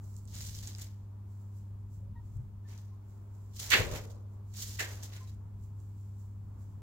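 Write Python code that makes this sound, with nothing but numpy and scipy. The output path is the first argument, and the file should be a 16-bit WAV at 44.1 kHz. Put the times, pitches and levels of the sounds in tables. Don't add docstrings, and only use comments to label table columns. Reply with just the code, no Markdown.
import sys
import numpy as np
from scipy import signal
from scipy.fft import rfft, irfft, next_fast_len
from scipy.io import wavfile
from scipy.ndimage import uniform_filter1d

SR = 44100
rng = np.random.default_rng(int(sys.argv[2]) if len(sys.argv) > 2 else 0)


def master(y):
    cut = np.clip(np.atleast_2d(y).T, -1, 1)
    pcm = np.round(cut * 32767)
    wavfile.write(sys.argv[1], SR, pcm.astype(np.int16))


def makeup_ratio(level_db):
    decades = np.asarray(level_db, float) / 20
    return 10 ** decades


N = 300757


def colour(x, shape):
    hz, db = np.transpose(shape)
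    size = next_fast_len(N)
    log_f = np.log(np.arange(size // 2 + 1) * SR / size + 1)
    response = makeup_ratio(np.interp(log_f, np.log(hz), db, -80, -80))
    return irfft(rfft(x, size) * response, size)[..., :N]


def unit(x, lo_hz, hi_hz):
    sos = signal.butter(4, [lo_hz, hi_hz], "band", fs=SR, output="sos")
    return x / signal.sosfilt(sos, x.mean(axis=0)).std()


def pan(db):
    return makeup_ratio(np.array([db / 2, -db / 2]))


def walk(rate):
    k = int(SR / rate)
    held = np.repeat(rng.standard_normal(N // k + 1), k)
    return 1.55 * uniform_filter1d(uniform_filter1d(held, k), k)[:N]


def grains(rate, spread_db, alike, lag):
    size = makeup_ratio(spread_db * np.minimum(rng.exponential(size=(3, N)), 4))
    clicks = (rng.random((3, N)) < rate / SR) * rng.standard_normal((3, N))
    both, left, right = clicks * size
    own = np.sqrt(1 - alike ** 2)
    return np.array([alike * np.roll(both, lag) + own * left, alike * both + own * right])


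def power(s, db, rise_s, fall_s):
    late = np.arange(N * 1000 // SR + 2) / 1000 - np.reshape(s, (-1, 1))
    fall_s = np.maximum(np.reshape(fall_s, (-1, 1)), 1e-3)
    below = np.where(late < 0, -late / rise_s, late / fall_s)
    return makeup_ratio(2 * (np.reshape(db, (-1, 1)) - 20 * np.minimum(below, 8)))


def gain(*powers):
    total = np.sqrt(sum(p.sum(axis=0) for p in powers))
    return np.interp(np.arange(N) / SR, np.arange(len(total)) / 1000, total)


# f/Hz, rms level/dB
HUM_HARMONICS = [(100, -44.5), (200, -63), (300, -75), (400, -75.5)]


def hum():
    t = np.arange(N) / SR
    total = np.zeros(N)
    for hz, db in HUM_HARMONICS:
        level = np.sqrt(2) * makeup_ratio(db + 0.86 * walk(4.0))
        total += level * np.sin(2 * np.pi * (hz * t + rng.random()) + 0.1 * walk(8.3))
    return total


# f/Hz, level/dB per Hz
RUMBLE_SPECTRUM = [(15, -22), (25, -11.5), (40, -9), (60, -2), (80, -1), (120, -10.5), (160, -14),
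                   (240, -19), (300, -36)]
# f/Hz, level/dB per Hz
ROAR_SPECTRUM = [(140, -33.5), (230, -8), (305, -10), (365, -13.5), (402, -15), (476, -17), (609, -18),
                 (756, -20), (922, -15.5), (1050, -17.5), (1150, -20.5), (2200, -37), (2860, -63.5),
                 (4840, -120)]
# f/Hz, level/dB per Hz
HISS_SPECTRUM = [(1290, -30), (2200, -2.5), (2510, -3.5), (3460, -5), (3730, -6.5), (7160, -9), (9020, -11),
                 (13000, -8), (15800, -6)]


def distance():
    rumble = unit(colour(grains(SR, 0, 0.97, lag=0), RUMBLE_SPECTRUM), 18, 300)
    roar = unit(colour(grains(SR, 0, 0.44, lag=0), ROAR_SPECTRUM), 270, 2200)
    hiss = unit(colour(grains(SR, 0, .05, lag=0), HISS_SPECTRUM), 1900, 15000)
    rumble = rumble * makeup_ratio(-53.5 + 2.2 * walk(3.03)) * pan(1.5)[:, None]
    roar = roar * makeup_ratio(-70 + 1.1 * walk(8.9))
    hiss = hiss * makeup_ratio(-83.5 + 0.44 * walk(5.1))
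    return rumble + roar + hiss


# f/Hz, level/dB per Hz
FAR_CHIP_SPECTRUM = [(2350, -37), (4000, -10), (6450, -3), (7570, 1.5), (8740, -11.5), (15200, -9.5),
                     (15800, -4)]
# t/s of peak, level/dB, t/s to fall 20 dB
FAR_STEPS = [(0.044, -73.5, 0.7), (.1, -85, 2), (.185, -68, .03), (1.0, -100, 5), (4.19, -94, -1),
             (4.495, -80, 1.7), (5.35, -80, -0.05), (1.316, -81, 0.3), (1.41, -81.5, 0.25),
             (1.57, -76.5, .17), (1.8, -88.5, 0.4), (1.944, -76.5, .14), (2.26, -82, .5), (2.374, -77, 0),
             (3.1, -80.5, .4), (3.352, -81, 0.8), (3.42, -86, .9), (4.336, -82, .1), (5.64, -76.5, 0.1),
             (5.802, -79.5, 0.37), (5.99, -80.5, 0.7), (6.203, -77.5, 0.2), (6.45, -90.5, 1.37),
             (6.62, -76.5, 0.1), (6.7, -83.5, 0.2)]


def shuffle():
    far = unit(colour(grains(12000, 1.7, 0.31, lag=12), FAR_CHIP_SPECTRUM), 4300, 10500)
    s, db, fall_s = np.transpose(FAR_STEPS)
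    return far * gain(power(s, db, 0.083, fall_s)) * pan(-5)[:, None]


def loose_snaps():
    when, size, pitch, side = rng.random((600, 4)).T
    rustle_db = 20 * np.log10(footwork()[0][(when * N).astype(int)])
    db = np.minimum(rustle_db, -52) + 11 - 3 * np.log(size + .05)
    ring_hz = 3500 * (9000 / 3500) ** pitch
    return np.transpose([when * N / SR, db, -5 * side, ring_hz])


# t/s, level/dB, left minus right level/dB, ring f/Hz
SINGLE_SNAPS = [(0.0423, -52, -5.0, 6790), (0.1421, -55, -5.0, 6200), (0.166, -41, -5.5, 7360),
                (0.2543, -47, -4.5, 8330), (0.2763, -47, -3.0, 6610), (0.3536, -35, -1.0, 7680),
                (0.4075, -34, -2.5, 4830), (0.4284, -36, -2.5, 6990), (0.4524, -36, -2.0, 7850),
                (0.4694, -38, -4.0, 7250), (0.5501, -34, -3.0, 5350), (0.5586, -38, -2.0, 6730),
                (0.5881, -40, 0.0, 7830), (0.6739, -28, -3.0, 6780), (0.7502, -33, -2.5, 5070),
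                (0.7846, -36, -1.0, 7200), (0.7974, -37, -2.0, 7020), (0.8204, -37, -1.0, 7430),
                (2.688, -51, 0, 2100), (2.6958, -49, -2.5, 5560), (2.733, -52, 0, 2300),
                (2.741, -54, 0, 2400), (2.7781, -44, -3.0, 5990), (3.3508, -60, -7.0, 6720),
                (3.5623, -42, -1.5, 7360), (3.6007, -30, -2.5, 6610), (3.9165, -40, -2.5, 6780),
                (4.5401, -44, -3.5, 7060), (4.5715, -38, -5.0, 7260), (4.8894, -41, -2.0, 6080),
                (5.0274, -39, -5.0, 5650), (5.0345, -32, 0.0, 6810), (5.1028, -49, -2.5, 3020),
                (5.1362, -40, -2.0, 4020), (5.6381, -59, -4.0, 7250), (5.8027, -57, -6.5, 6960)]


def snaps(ring_cycles=1.5, tail_s=.002, tail_db=-22, lag=6):
    out, t = np.zeros((2, N + 2048)), np.arange(512) / SR
    rows = np.vstack([SINGLE_SNAPS, loose_snaps()])
    chance = rng.standard_normal((len(rows), len(t)))
    for (s, db, pan_db, hz), noise in zip(rows, chance):
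        decay = np.exp(-t * hz / ring_cycles)
        attack = 1 - np.exp(-t / .00005)
        ring = np.sin(2 * np.pi * hz * t) * decay * attack
        splinters = np.convolve(noise * np.exp(-t / tail_s), ring * np.exp(-t / .0001))[:len(t)]
        snap = ring / np.abs(ring).max() + makeup_ratio(tail_db) * splinters
        for channel, share in enumerate(pan(pan_db)):
            i = int(s * SR) + (lag if channel == 0 else 0)
            out[channel, i:i + len(t)] += makeup_ratio(db) * share * snap
    return out[:, :N]


# t/s, chips level/dB, t/s to fall 20 dB, claws level/dB, left minus right level/dB
FOOT_LANDINGS = [(.278, -67, 0.3, -90, -2), (.628, -55.5, 0.21, -66.5, -1), (3.597, -45.5, .2, -62.5, 1.5),
                 (3.84, -50, 0.06, -54.5, 2), (3.913, -53.5, 0.13, -57.5, -1), (4.54, -61.5, 0.42, -72, -3),
                 (.408, -52.5, 0.32, -66.5, -2), (.55, -56, 0.03, -77, -2), (0.675, -52.5, 0.08, -67, 0),
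                 (.785, -59.5, 0.1359, -67, 3), (2.728, -71, 0.13, -73, 5), (2.78, -70.5, 0.2, -94, -2),
                 (3.704, -36, 0.08, -69, -8), (4.101, -65, 0.09, -80.5, -2), (4.803, -42.5, .06, -52, 0),
                 (5.032, -49, .06, -62.5, 0.5)]
# t/s of peak, chips level/dB, t/s to fall 20 dB, claws level/dB, left minus right level/dB
FOOT_DRAGS = [(0.351, -53.5, 0.3059, -65.5, 0), (.46, -61, 0.22, -85, -2), (.59, -56.5, 0.0644, -72, -1),
              (.735, -74, .1, -76, 0), (0.818, -53.5, 0.0758, -67, -0.5), (2.701, -66, 0.14, -70, -1),
              (3.57, -57, .2, -74, 0), (3.633, -48, 0.1, -56.5, -7), (3.744, -37.5, 0.11, -38, -1.5),
              (3.962, -48, 0.03, -47, -3), (3.985, -56, .06, -56, -2), (4.055, -63.5, -0.14, -64.5, 3),
              (4.69, -56, .2, -68, -1), (4.584, -48, 0.3053, -66.5, -3), (4.626, -47, .1, -64, -0.5),
              (4.76, -58.5, 0.18, -69.5, -1), (4.909, -58, 0.1951, -62.5, -1), (4.99, -69, 0.2, -80, -3.5),
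              (5.135, -60, .1, -63, -.5), (5.165, -60, .06, -64, -1), (5.21, -66.5, 0.11, -74, -1),
              (5.277, -67, 0.09, -75, 0)]
# t/s, chips level/dB, claws level/dB, hollow wood level/dB, share of woody knock (0-1)
CLAW_KICKS = [(3.711, -42, -31.5, -48.5, .24), (3.719, -40, -28, -42.5, .1), (3.73, -39, -22.5, -36.5, .1),
              (4.795, -42, -34, -52, 0.69)]


def footwork():
    step, drag = np.transpose(FOOT_LANDINGS), np.transpose(FOOT_DRAGS)
    kick_s, thrown_db, strike_db, wood_db, share = np.transpose(CLAW_KICKS)
    share = share[:, None]
    chips, claws = [], []
    for (s, chip_db, fall_s, claw_db, _), rise_s in [(step, 0.0058), (drag, 0.046)]:
        settling = power(s, chip_db - 15, rise_s, .12)
        chips.append(power(s, chip_db, rise_s, fall_s) + settling)
        claws.append(power(s, claw_db, rise_s, 1.2 * fall_s))
    claws = np.vstack(claws)

    thrown = power(kick_s, thrown_db, .006, .06) + power(kick_s, thrown_db - 13, .006, 0.24)
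    strike = power(kick_s, strike_db, .006, .085)
    tail = power(kick_s, strike_db - 19.5, .006, .17)
    loud = gain(*chips, thrown)

    step_left = chips[0] * makeup_ratio(step[4])[:, None]
    drag_left = chips[1] * makeup_ratio(drag[4])[:, None]
    left = gain(step_left, drag_left, thrown * makeup_ratio(-3)) / loud

    knock_share = .15
    scrape = (claws.sum(axis=0) + tail.sum(axis=0))[None]
    rasp = gain((1 - knock_share) * scrape, (1 - share) * strike)
    knock = gain(knock_share * scrape, share * strike)

    boom = power(kick_s + .012, wood_db, .015, 0.31)
    wood = gain((1 - share) * boom)
    bark = gain(share * boom, claws * makeup_ratio(2 * -3.5))
    return loud, rasp, knock, wood, bark, np.array([left, 1 / left])


# f/Hz, level/dB per Hz
CHIP_SPECTRUM = [(880, -46.5), (1500, -11), (1740, -18), (2140, -9), (2490, -13.5), (2970, -2.5),
                 (7030, 3.5), (7840, -2.5), (9010, -9), (15100, -6), (16000, -11)]


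def chips(chips_gain):
    slide = unit(colour(grains(20000, 1.45, 0.21, lag=9), CHIP_SPECTRUM), 2500, 14000)
    tick = unit(colour(grains(1200, 3, .7, lag=12), CHIP_SPECTRUM), 3000, 9000)
    tick_share = 0.29
    rustle = np.sqrt(1 - tick_share) * slide + np.sqrt(tick_share) * tick
    return rustle * chips_gain * makeup_ratio(1.2 * walk(150))


# f/Hz, level/dB per Hz
RASP_SPECTRUM = [(530, -43), (900, -16.5), (1200, -17.5), (1500, -10), (1970, -5), (2130, -6), (2590, -8.5),
                 (4500, -16), (5850, -43), (9900, -120)]
# f/Hz, level/dB per Hz
KNOCK_SPECTRUM = [(650, -50.5), (1100, -19.5), (1310, -17.5), (1670, 1.5), (2060, -3.5), (2290, -13.5),
                  (2800, -10), (3640, -41), (6160, -120)]


def claws(rasp_gain, knock_gain):
    rasp = unit(colour(grains(8000, 1.1, 0.4, lag=7), RASP_SPECTRUM), 1200, 3000)
    knock = unit(colour(grains(3000, 1.2, 0.61, lag=6), KNOCK_SPECTRUM), 1200, 3000)
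    return (rasp * rasp_gain + knock * knock_gain) * makeup_ratio(0.61 * walk(90))


# f/Hz, level/dB per Hz
WOOD_SPECTRUM = [(94, -40.5), (160, -10.5), (337, -5.5), (446, 0), (623, -3), (674, -11), (1100, -13.5),
                 (1300, -19), (1690, -46.5), (2860, -120)]
# f/Hz, level/dB per Hz
BARK_SPECTRUM = [(140, -36.5), (230, -7), (368, -2.5), (405, -2), (770, -6), (1500, -8), (1950, -36),
                 (3300, -120)]


def shaken_wood(wood_gain, bark_gain):
    wood = unit(colour(grains(8000, 1.0, 0.56, lag=3), WOOD_SPECTRUM), 320, 970)
    bark = unit(colour(grains(4000, 1.5, 0.69, lag=3), BARK_SPECTRUM), 230, 900)
    return wood * wood_gain + bark * bark_gain


# f/Hz, level/dB per Hz
THUD_SPECTRUM = [(20, -13), (45, 0.5), (70, -2), (125, -1), (170, -17.5)]
# t/s of peak, level/dB, t/s to fall 20 dB
GROUND_THUDS = [(.38, -57, .5), (.48, -60, -0.4), (2.348, -45, .25), (3.74, -49, .5), (3.812, -35, 0.09),
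                (3.87, -41.5, 0.33), (4.03, -48, 0)]


def thuds():
    thud = unit(colour(grains(8000, 1.1, .9, lag=0), THUD_SPECTRUM), 25, 70)
    s, db, fall_s = np.transpose(GROUND_THUDS)
    return thud * gain(power(s, db, 0.047, fall_s))


def litter():
    chips_gain, rasp_gain, knock_gain, wood_gain, bark_gain, side = footwork()
    high = chips(chips_gain) + claws(rasp_gain, knock_gain)
    low = shaken_wood(wood_gain, bark_gain) + thuds()
    return high * side + low * makeup_ratio(1.5 * walk(40))


# t/s, length t/s, pitch f/Hz, level/dB, roughness (no unit)
CLUCK_NOTES = [(2.0, .14, 560, -72, .9), (2.153, .035, 940, -60, .4), (2.158, .045, 1885, -66, .2),
               (2.192, .022, 935, -63, .6), (2.65, .035, 1775, -67, .15), (2.912, .06, 1055, -68, .3),
               (3.678, .02, 5800, -49, 1.8), (3.93, .06, 600, -53, .3), (5.132, .018, 3950, -62, .7),
               (5.205, .05, 1035, -58, .15), (5.272, .03, 3930, -66, .5)]


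def clucks():
    out, flutter, wobble = np.zeros(N), walk(150), walk(500)
    for s, length, hz, db, rough in CLUCK_NOTES:
        i = int(s * SR)
        u = np.arange(int(length * SR)) / (length * SR)
        note = slice(i, i + len(u))
        pitch = hz * (1 - .015 * (u - .4) + .03 * rough * wobble[note])
        phase = 2 * np.pi * np.cumsum(pitch) / SR
        shape = np.sin(np.pi * u ** .5) ** .7 * makeup_ratio(3 * rough * flutter[note])
        out[note] += makeup_ratio(db) * shape * (np.sin(phase) + makeup_ratio(-21) * np.sin(2 * phase))
    return out


# f/Hz, level/dB
RIGHT_TREBLE = [(10, -3), (3000, -1), (8000, 1.5), (16000, 3.5), (22000, 4.5)]


def scene():
    background = hum() * pan(0.46)[:, None] + distance()
    left, right = shuffle() + snaps() + litter()
    feet = np.array([left, colour(right, RIGHT_TREBLE)])
    return background + feet + clucks()


def top_cut(x):
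    return signal.sosfilt(signal.butter(12, 16190, fs=SR, output="sos"), x)


def record(dry):
    low_pass = signal.ellip(8, .2, 70, 15900, fs=SR, output="sos")
    mix = signal.sosfilt(low_pass, dry)
    return top_cut(mix)


dry = scene()
out = record(dry)
master(out)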